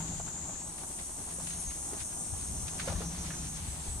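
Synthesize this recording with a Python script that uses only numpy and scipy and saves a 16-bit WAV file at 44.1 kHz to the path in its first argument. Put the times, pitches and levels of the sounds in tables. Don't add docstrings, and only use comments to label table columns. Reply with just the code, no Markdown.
import sys
import numpy as np
from scipy.fft import rfft, irfft, next_fast_len
from scipy.io import wavfile
from scipy.ndimage import map_coordinates

SR = 44100
rng = np.random.default_rng(int(sys.argv[2]) if len(sys.argv) > 2 else 0)


def waveform_to_disk(signal):
    frames = np.transpose(np.atleast_2d(signal))
    scaled = np.clip(frames, -1, 1) * 32767
    samples = np.round(scaled).astype(np.int16)
    wavfile.write(sys.argv[1], SR, samples)


N = 176400
T = np.arange(N) / SR

# freq_hz, correlation
EAR_CORRELATION = [(60, 0.9), (200, 1), (380, 0.94), (690, 0.2), (1280, 0.0056), (8000, 0)]

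# time_s, pitch_hz
MOTOR_PITCH = [(0, 162.6), (2.9, 167), (3.1, 169), (3.5, 157), (4, 162.1)]
# time_s, level_db
MOTOR_LEVEL = [(0, -42.5), (.3, -53.5), (.75, -58.5), (1.15, -66.5), (1.45, -49), (1.8, -59.5), (2.3, -59),
               (2.75, -51.5), (3.03, -42.5), (3.23, -46.5), (3.48, -44), (3.62, -54.5), (4, -53.5)]
# freq_hz, gain_db
WHIRR_SPECTRUM = [(90, -38), (135, -10.5), (160, -6.5), (182, 3), (215, -11), (320, -15.5), (600, -58)]

# time_s, level_db
RUMBLE_LEVEL = [(0, -41.5), (.3, -48), (.8, -54.5), (1.15, -54.5), (1.5, -46.5), (2.15, -53), (2.4, -42.5),
                (2.66, -42.5), (2.78, -47.5), (2.95, -42.5), (3.1, -46), (3.5, -46), (3.7, -41.5),
                (3.8, -46.5), (3.95, -41)]
# time_s, road_db, tread_db
ROLLING_LEVELS = [(0.0, -46.5, -56.5), (0.18, -53, -54), (0.57, -52, -58), (1.28, -53, -59.5),
                  (1.66, -54, -56.5), (2.13, -53, -63), (2.49, -52, -57), (2.7, -51, -59),
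                  (2.91, -48, -51.5), (3.43, -54, -55), (4.0, -52, -54.5)]
# freq_hz, gain_db
RUMBLE_SPECTRUM = [(20, -22), (35, -6), (52, -4.5), (72, 1), (92, -9), (125, -9), (220, -16.5),
                   (500, -45.5)]
# freq_hz, gain_db
ROAD_SPECTRUM = [(100, 5.5), (240, 5.5), (340, 4), (490, -3.5), (790, 4), (1100, -2), (1900, -16),
                 (4300, -15.5), (15000, -32)]
# freq_hz, gain_db
TREAD_SPECTRUM = [(600, -7.5), (1500, 2.5), (2800, 1), (4300, 3), (5000, 0.5), (7000, -12), (15000, -45)]

# time_s, body_hz, clear_db, rasp_db
FIRST_SONG = [(0, 7050, -62, -41.5), (.58, 7140, -56, -42.5), (.68, 8310, -52, -45.5), (.8, 8980, -50, -55),
              (.95, 8825, -49, -54), (1.5, 9080, -47, -52), (1.8, 9050, -48, -50), (2.0, 8910, -46, -53),
              (2.25, 8670, -46, -48), (2.75, 8760, -48, -51), (3.05, 8860, -55.5, -57),
              (4, 8800, -49.5, -62)]
# time_s, rate_hz
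FIRST_CLICKS = [(0, 501), (.58, 500), (.75, 486), (.92, 480.5), (1.5, 478.6), (1.7, 479.3), (1.9, 481.7),
                (2.3, 481.9), (4, 481.3)]
# time_s, rate_hz
FLUTTER_RATE = [(.55, 109), (.9, 85), (1.68, 78.5), (1.74, 114.5), (2.35, 109), (4, 106)]
# offset_hz, gain_db
RASP_SPECTRUM = [(-2400, -43), (-1200, -15.5), (-500, -1.5), (-84, -1), (214, 0), (480, -1.5), (680, -10.5),
                 (950, -5), (1498, -14), (3000, -67), (5000, -58)]
# time_s, body_hz, level_db
SECOND_SONG = [(0, 7350, -49.5), (.48, 7270, -49), (.58, 6600, -48.5), (.75, 6600, -56.5),
               (1.25, 6680, -55), (1.45, 6580, -47.5), (1.85, 6520, -50), (2.4, 6340, -49.5),
               (2.8, 6300, -48.5), (3.3, 6210, -47), (3.48, 6340, -47), (3.56, 6420, -48),
               (3.66, 6600, -61)]
# time_s, rate_hz, jitter_percent
SECOND_CLICKS = [(0, 539, .25), (.48, 540, .25), (.58, 548, .45), (.85, 544, .15), (1.55, 539.8, .07),
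                 (2, 538.5, .15), (2.4, 538, .3), (2.7, 536, .95), (3.3, 530, .95), (3.42, 527, .5),
                 (3.49, 526, .3), (3.53, 541, 1.2), (3.63, 527, .9)]
# time_s, level_db
CHORUS_LEVEL = [(0, -50.5), (.58, -50), (.85, -43), (2, -42), (3.2, -44), (4, -43.5)]
# freq_hz, gain_db
CHORUS_SPECTRUM = [(4900, -24), (5600, -9), (6500, -4), (7400, -6), (7800, -1), (8400, 1.5), (9200, -2.5),
                   (10300, -6), (11200, -13.5), (12000, -19), (15000, -27.5)]

# freq_hz, gain_db
BED_MODES = [(600, -18), (786, -7.5), (1235, -3), (1426, -5.5), (1757, -8.5), (2146, -18), (2435, -20)]
# start_s, level_db, ring_hz
BED_KNOCKS = [(.003, -40, 890), (.198, -40, 706), (.278, -48, 1390), (0.376, -53, 1400), (.491, -43, 680),
              (.616, -48, 870), (0.832, -49, 1125), (1.185, -47.5, 680), (1.383, -45, 519),
              (1.398, -45, 870), (1.931, -35, 381), (1.945, -47, 620), (1.967, -47, 796), (2.335, -47, 790),
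              (2.795, -37.5, 1520), (2.875, -31.5, 552), (2.882, -40, 1390), (2.899, -39.5, 780),
              (2.922, -37.5, 584), (2.956, -50, 1760), (3.005, -37, 450), (3.015, -43, 1000),
              (3.244, -45.5, 930), (3.304, -40.5, 1670), (3.334, -48, 1510)]
# start_s, level_db, pitch_hz
TYRE_THUDS = [(0.019, -46, 178), (0.178, -41, 62.4), (1.67, -34.5, 58.6), (2.014, -38, 71.4),
              (2.325, -33, 90.4), (2.63, -39, 62.8), (2.896, -31, 84), (2.951, -26.5, 65),
              (2.974, -33, 69.5), (3.456, -40, 75), (3.683, -33.5, 65.6), (3.88, -34.5, 47.3)]
# start_s, length_s, level_db
GRIT_CRUNCHES = [(0.07, 0.028, -59), (0.961, 0.06, -54), (1.443, 0.095, -54), (1.696, 0.036, -54),
                 (1.968, 0.076, -48), (2.656, 0.049, -51), (2.773, 0.074, -45), (2.83, 0.083, -52),
                 (3.233, 0.15, -55), (3.55, 0.3, -54)]
# start_s, level_db
STONE_SNAPS = [(0.075, -49), (.783, -47.5), (0.991, -50), (1.471, -43.5), (1.505, -46), (1.705, -49.5),
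               (2.004, -52), (2.681, -44), (2.797, -41), (2.884, -48)]
# freq_hz, gain_db
CLICK_SPECTRUM = [(500, -12), (1300, 4), (2800, 6.5), (4500, 4.5), (9000, -5), (15000, -29)]
# start_s, length_s, from_hz, to_hz, level_db
CART_SQUEAKS = [(1.332, .042, 10690, 10520, -47.5), (1.59, .06, 10550, 10490, -42.5)]
# start_s, length_s, from_hz, to_hz, level_db
INSECT_CHIRPS = [(3.63, 0.18, 7900, 7610, -46), (3.66, .14, 6200, 6080, -53),
                 (3.78, 0.072, 7600, 7480, -45), (3.785, .22, 6500, 6330, -50),
                 (3.85, .17, 8000, 7770, -43)]


def amp(db):
    return 10 ** (np.asarray(db) / 20)


def unit(x):
    return x / np.sqrt(np.mean(x ** 2) + 1e-20)


def along(points, hz):
    freq_hz, values = np.transpose(points)
    return np.interp(np.log(hz + 1), np.log(freq_hz + 1), values)


def curves(rows):
    time_s, *columns = np.transpose(rows)
    return [np.interp(T, time_s, column) for column in columns]


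def wobble(rate_hz):
    return map_coordinates(rng.standard_normal(8192), [T * rate_hz], mode="wrap")


def filtered(x, response):
    size = next_fast_len(N + 8192)
    return irfft(rfft(x, size) * response(np.fft.rfftfreq(size, 1 / SR)), size)[..., :N]


def pan(left_db):
    return amp(np.array([[.5], [-.5]]) * left_db)


def add(track, start_s, sound):
    part = track[..., max(round(start_s * SR), 0):][..., :sound.shape[-1]]
    part += sound[..., :part.shape[-1]]


def cycle(hz):
    return 2 * np.pi * np.cumsum(hz) / SR


def rush(spectrum):
    def mid_side_gains(hz):
        width_rad = np.arccos(np.clip(along(EAR_CORRELATION, hz), -1, 1)) / 2
        return amp(along(spectrum, hz)) * [np.cos(width_rad), np.sin(width_rad)]
    mid, side = filtered(rng.standard_normal((2, N)), mid_side_gains)
    return unit(np.array([mid + side, mid - side]))


def motor(hum_db=-1, whirr_db=-6):
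    pitch_hz = curves(MOTOR_PITCH)[0] * (1 + .022 * wobble(30))
    hum = np.sqrt(2) * np.sin(cycle(pitch_hz)) * amp(1.8 * wobble(18))
    whirr = rush(WHIRR_SPECTRUM)
    return amp(curves(MOTOR_LEVEL)[0]) * (amp(hum_db) * hum + amp(whirr_db) * whirr)


def rolling(road_boost_db=3, tread_boost_db=1, grain_db=1):
    road_db, tread_db = curves(ROLLING_LEVELS)
    hiss = unit(amp(grain_db * wobble(500)) * rush(TREAD_SPECTRUM))
    rumble = amp(curves(RUMBLE_LEVEL)[0] + 1.2 * wobble(12)) * rush(RUMBLE_SPECTRUM)
    roar = amp(road_db + road_boost_db + 1.5 * wobble(29.76)) * rush(ROAD_SPECTRUM)
    tread = amp(tread_db + tread_boost_db + 2.5 * wobble(26)) * hiss
    return pan(2) * rumble + roar + tread


def tymbal_buzz(click_hz, body_hz, half_width_hz, scatter, rough, ear_rad, harmonics,
                sway_rad=0, smear_rad=0):
    click_phase, out = cycle(click_hz), np.zeros((2, N))
    for k in harmonics:
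        phase = k * click_phase + sway_rad + smear_rad * wobble(110) + 2 * np.pi * rng.random()
        resonance = 1 / (1 + 1j * (k * click_hz - body_hz) / half_width_hz)
        roughness = 1 + rough * (wobble(170) + 1j * wobble(170))
        partial = np.exp(1j * phase) * resonance * roughness
        for ear, side in zip(out, (.5, -.5)):
            direct = np.exp(1j * side * ear_rad)
            scattered = scatter * (wobble(23) + 1j * wobble(18))
            ear += (partial * (direct + scattered)).real
    return out * np.sqrt(2 / (1 + 2 * scatter ** 2) / (1 + 2 * rough ** 2))


def first_cicada(clear_depth=.65, rasp_depth=.028, jitter=.00043, waver=.000492):
    body_hz, clear_db, rasp_db = curves(FIRST_SONG)
    click_hz = curves(FIRST_CLICKS)[0] * (1 + jitter * wobble(120) + waver * wobble(14))
    flutter_hz = curves(FLUTTER_RATE)[0] * (1 + .012 * wobble(24.62))
    flutter = np.cos(cycle(flutter_hz))
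    clear = tymbal_buzz(click_hz, body_hz, half_width_hz=250, scatter=.27, rough=.08, ear_rad=1.6,
                        harmonics=range(13, 24), sway_rad=.3 * flutter)
    clear *= 1 + clear_depth * flutter
    offset_hz = np.fft.fftfreq(N, 1 / SR)
    band_db = np.interp(offset_hz, *np.transpose(RASP_SPECTRUM), left=-np.inf, right=-np.inf)
    white = rng.standard_normal((2, N)) + 1j * rng.standard_normal((2, N))
    band = (np.fft.ifft(amp(band_db) * white) * np.exp(1j * cycle(body_hz))).real
    pulsing = 1 + .15 * np.cos(cycle(click_hz))
    rasp = unit(band * pulsing * (1 + rasp_depth * flutter))
    return pan(3.7) * amp(clear_db) * clear + pan(5.1) * amp(rasp_db) * rasp


def second_cicada():
    click_hz, jitter_percent = curves(SECOND_CLICKS)
    body_hz, level_db = curves(SECOND_SONG)
    click_hz *= 1 + jitter_percent / 100 * wobble(150)
    song = tymbal_buzz(click_hz, body_hz, half_width_hz=230, scatter=.36, rough=.28, ear_rad=1.1,
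                       harmonics=range(10, 15), smear_rad=.4 * jitter_percent)
    return pan(1) * amp(level_db + wobble(30.02)) * song


def chorus(flicker_db=.6):
    level_db = curves(CHORUS_LEVEL)[0] + flicker_db * wobble(16)
    return pan(1.4) * amp(level_db) * rush(CHORUS_SPECTRUM)


def knock(ring_hz, half_width_oct=.69):
    t = np.arange(SR // 4) / SR

    def decay(level_db, t60_s):
        return amp(level_db - 60 * t / t60_s)

    def near_ring(hz):
        return 1 / (1 + (np.log2((hz + 1) / ring_hz) / half_width_oct) ** 2)

    def noise(response):
        white = rng.standard_normal((2, len(t))) + rng.standard_normal(len(t))
        return unit(irfft(rfft(white) * response(np.fft.rfftfreq(len(t), 1 / SR)), len(t)))

    ring = np.sin(2 * np.pi * ring_hz * t) * decay(5, t60_s=.03)
    modes = np.zeros((2, len(t)))
    for hz, gain_db in BED_MODES:
        ear_rad = rng.normal(0, .27, (2, 1))
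        modes += near_ring(hz) * amp(gain_db) * np.sin(2 * np.pi * hz * t + ear_rad)
    modes *= decay(-4, t60_s=.13)
    clatter = noise(near_ring) * decay(-2, t60_s=.093)
    tick = noise(lambda hz: amp(along(CLICK_SPECTRUM, hz)) * (hz > 400)) * decay(-12, t60_s=.04)
    tick *= min(ring_hz / 600, 1) ** 2
    attack = 1 - np.exp(-t / .0012)
    return (ring + modes + clatter + tick) * attack


def load_bed(rattle_db=-57, spread_db=6.5, centre_hz=900, rattles=45):
    out = np.zeros((2, N))
    for start_s, level_db, ring_hz in BED_KNOCKS:
        add(out, start_s, amp(level_db) * knock(ring_hz))
    for when, size, pitch in rng.random((rattles, 3)):
        level_db = rattle_db + spread_db * (size - .5)
        ring_hz = centre_hz * 2 ** (2 * pitch - 1)
        add(out, when * N / SR, amp(level_db) * knock(ring_hz))
    return out


def thuds(rise_s=.0076):
    out, t = np.zeros(N), np.arange(SR // 5) / SR
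    envelope = t / rise_s * np.exp(1 - t / rise_s)
    for start_s, level_db, pitch_hz in TYRE_THUDS:
        add(out, start_s, amp(level_db) * envelope * np.sin(2 * np.pi * pitch_hz * t))
    return pan(7.5) * out


def grit(clicks_per_s=1500, spread_db=1, dust_gain=.14, snap_t60_s=.06):
    crunches = sum(amp(level_db) * np.sin(np.pi * np.clip((T - start_s) / length_s, 0, 1))
                   for start_s, length_s, level_db in GRIT_CRUNCHES)
    snaps = sum(amp(level_db - 60 * np.abs(T - start_s) / snap_t60_s) * (T >= start_s)
                for start_s, level_db in STONE_SNAPS)
    hits = rng.random(N) < clicks_per_s / SR
    clicks = hits * amp(spread_db * rng.standard_normal(N)) * rng.choice([-1, 1], (2, N))
    dust = dust_gain * rng.standard_normal((2, N))
    shower = unit(filtered(clicks + dust, lambda hz: amp(along(CLICK_SPECTRUM, hz))))
    return (crunches + snaps) * shower


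def glides(rows, peak_share):
    out = np.zeros(N)
    for start_s, length_s, from_hz, to_hz, level_db in rows:
        progress = (T - start_s) / length_s
        envelope = np.interp(progress, [0, peak_share, 1], [0, 1, 0])
        pitch_hz = np.interp(progress, [0, 1], [from_hz, to_hz])
        out += amp(level_db) * envelope * np.sin(cycle(pitch_hz))
    return out


def squeaks(rough=.22):
    return pan(15) * glides(CART_SQUEAKS, peak_share=.18) * (1 + rough * wobble(300))


def chirps(rough=.35):
    roughness = 1 + rough * np.array([wobble(180), wobble(130)])
    return glides(INSECT_CHIRPS, peak_share=.34) * roughness


def scene():
    sustained = motor() + rolling() + first_cicada() + second_cicada() + chorus()
    return sustained + load_bed() + thuds() + grit() + squeaks() + chirps()


def record(dry, cutoff_hz=15350):
    return filtered(dry, lambda hz: hz < cutoff_hz)


dry = scene()
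out = record(dry)
waveform_to_disk(out)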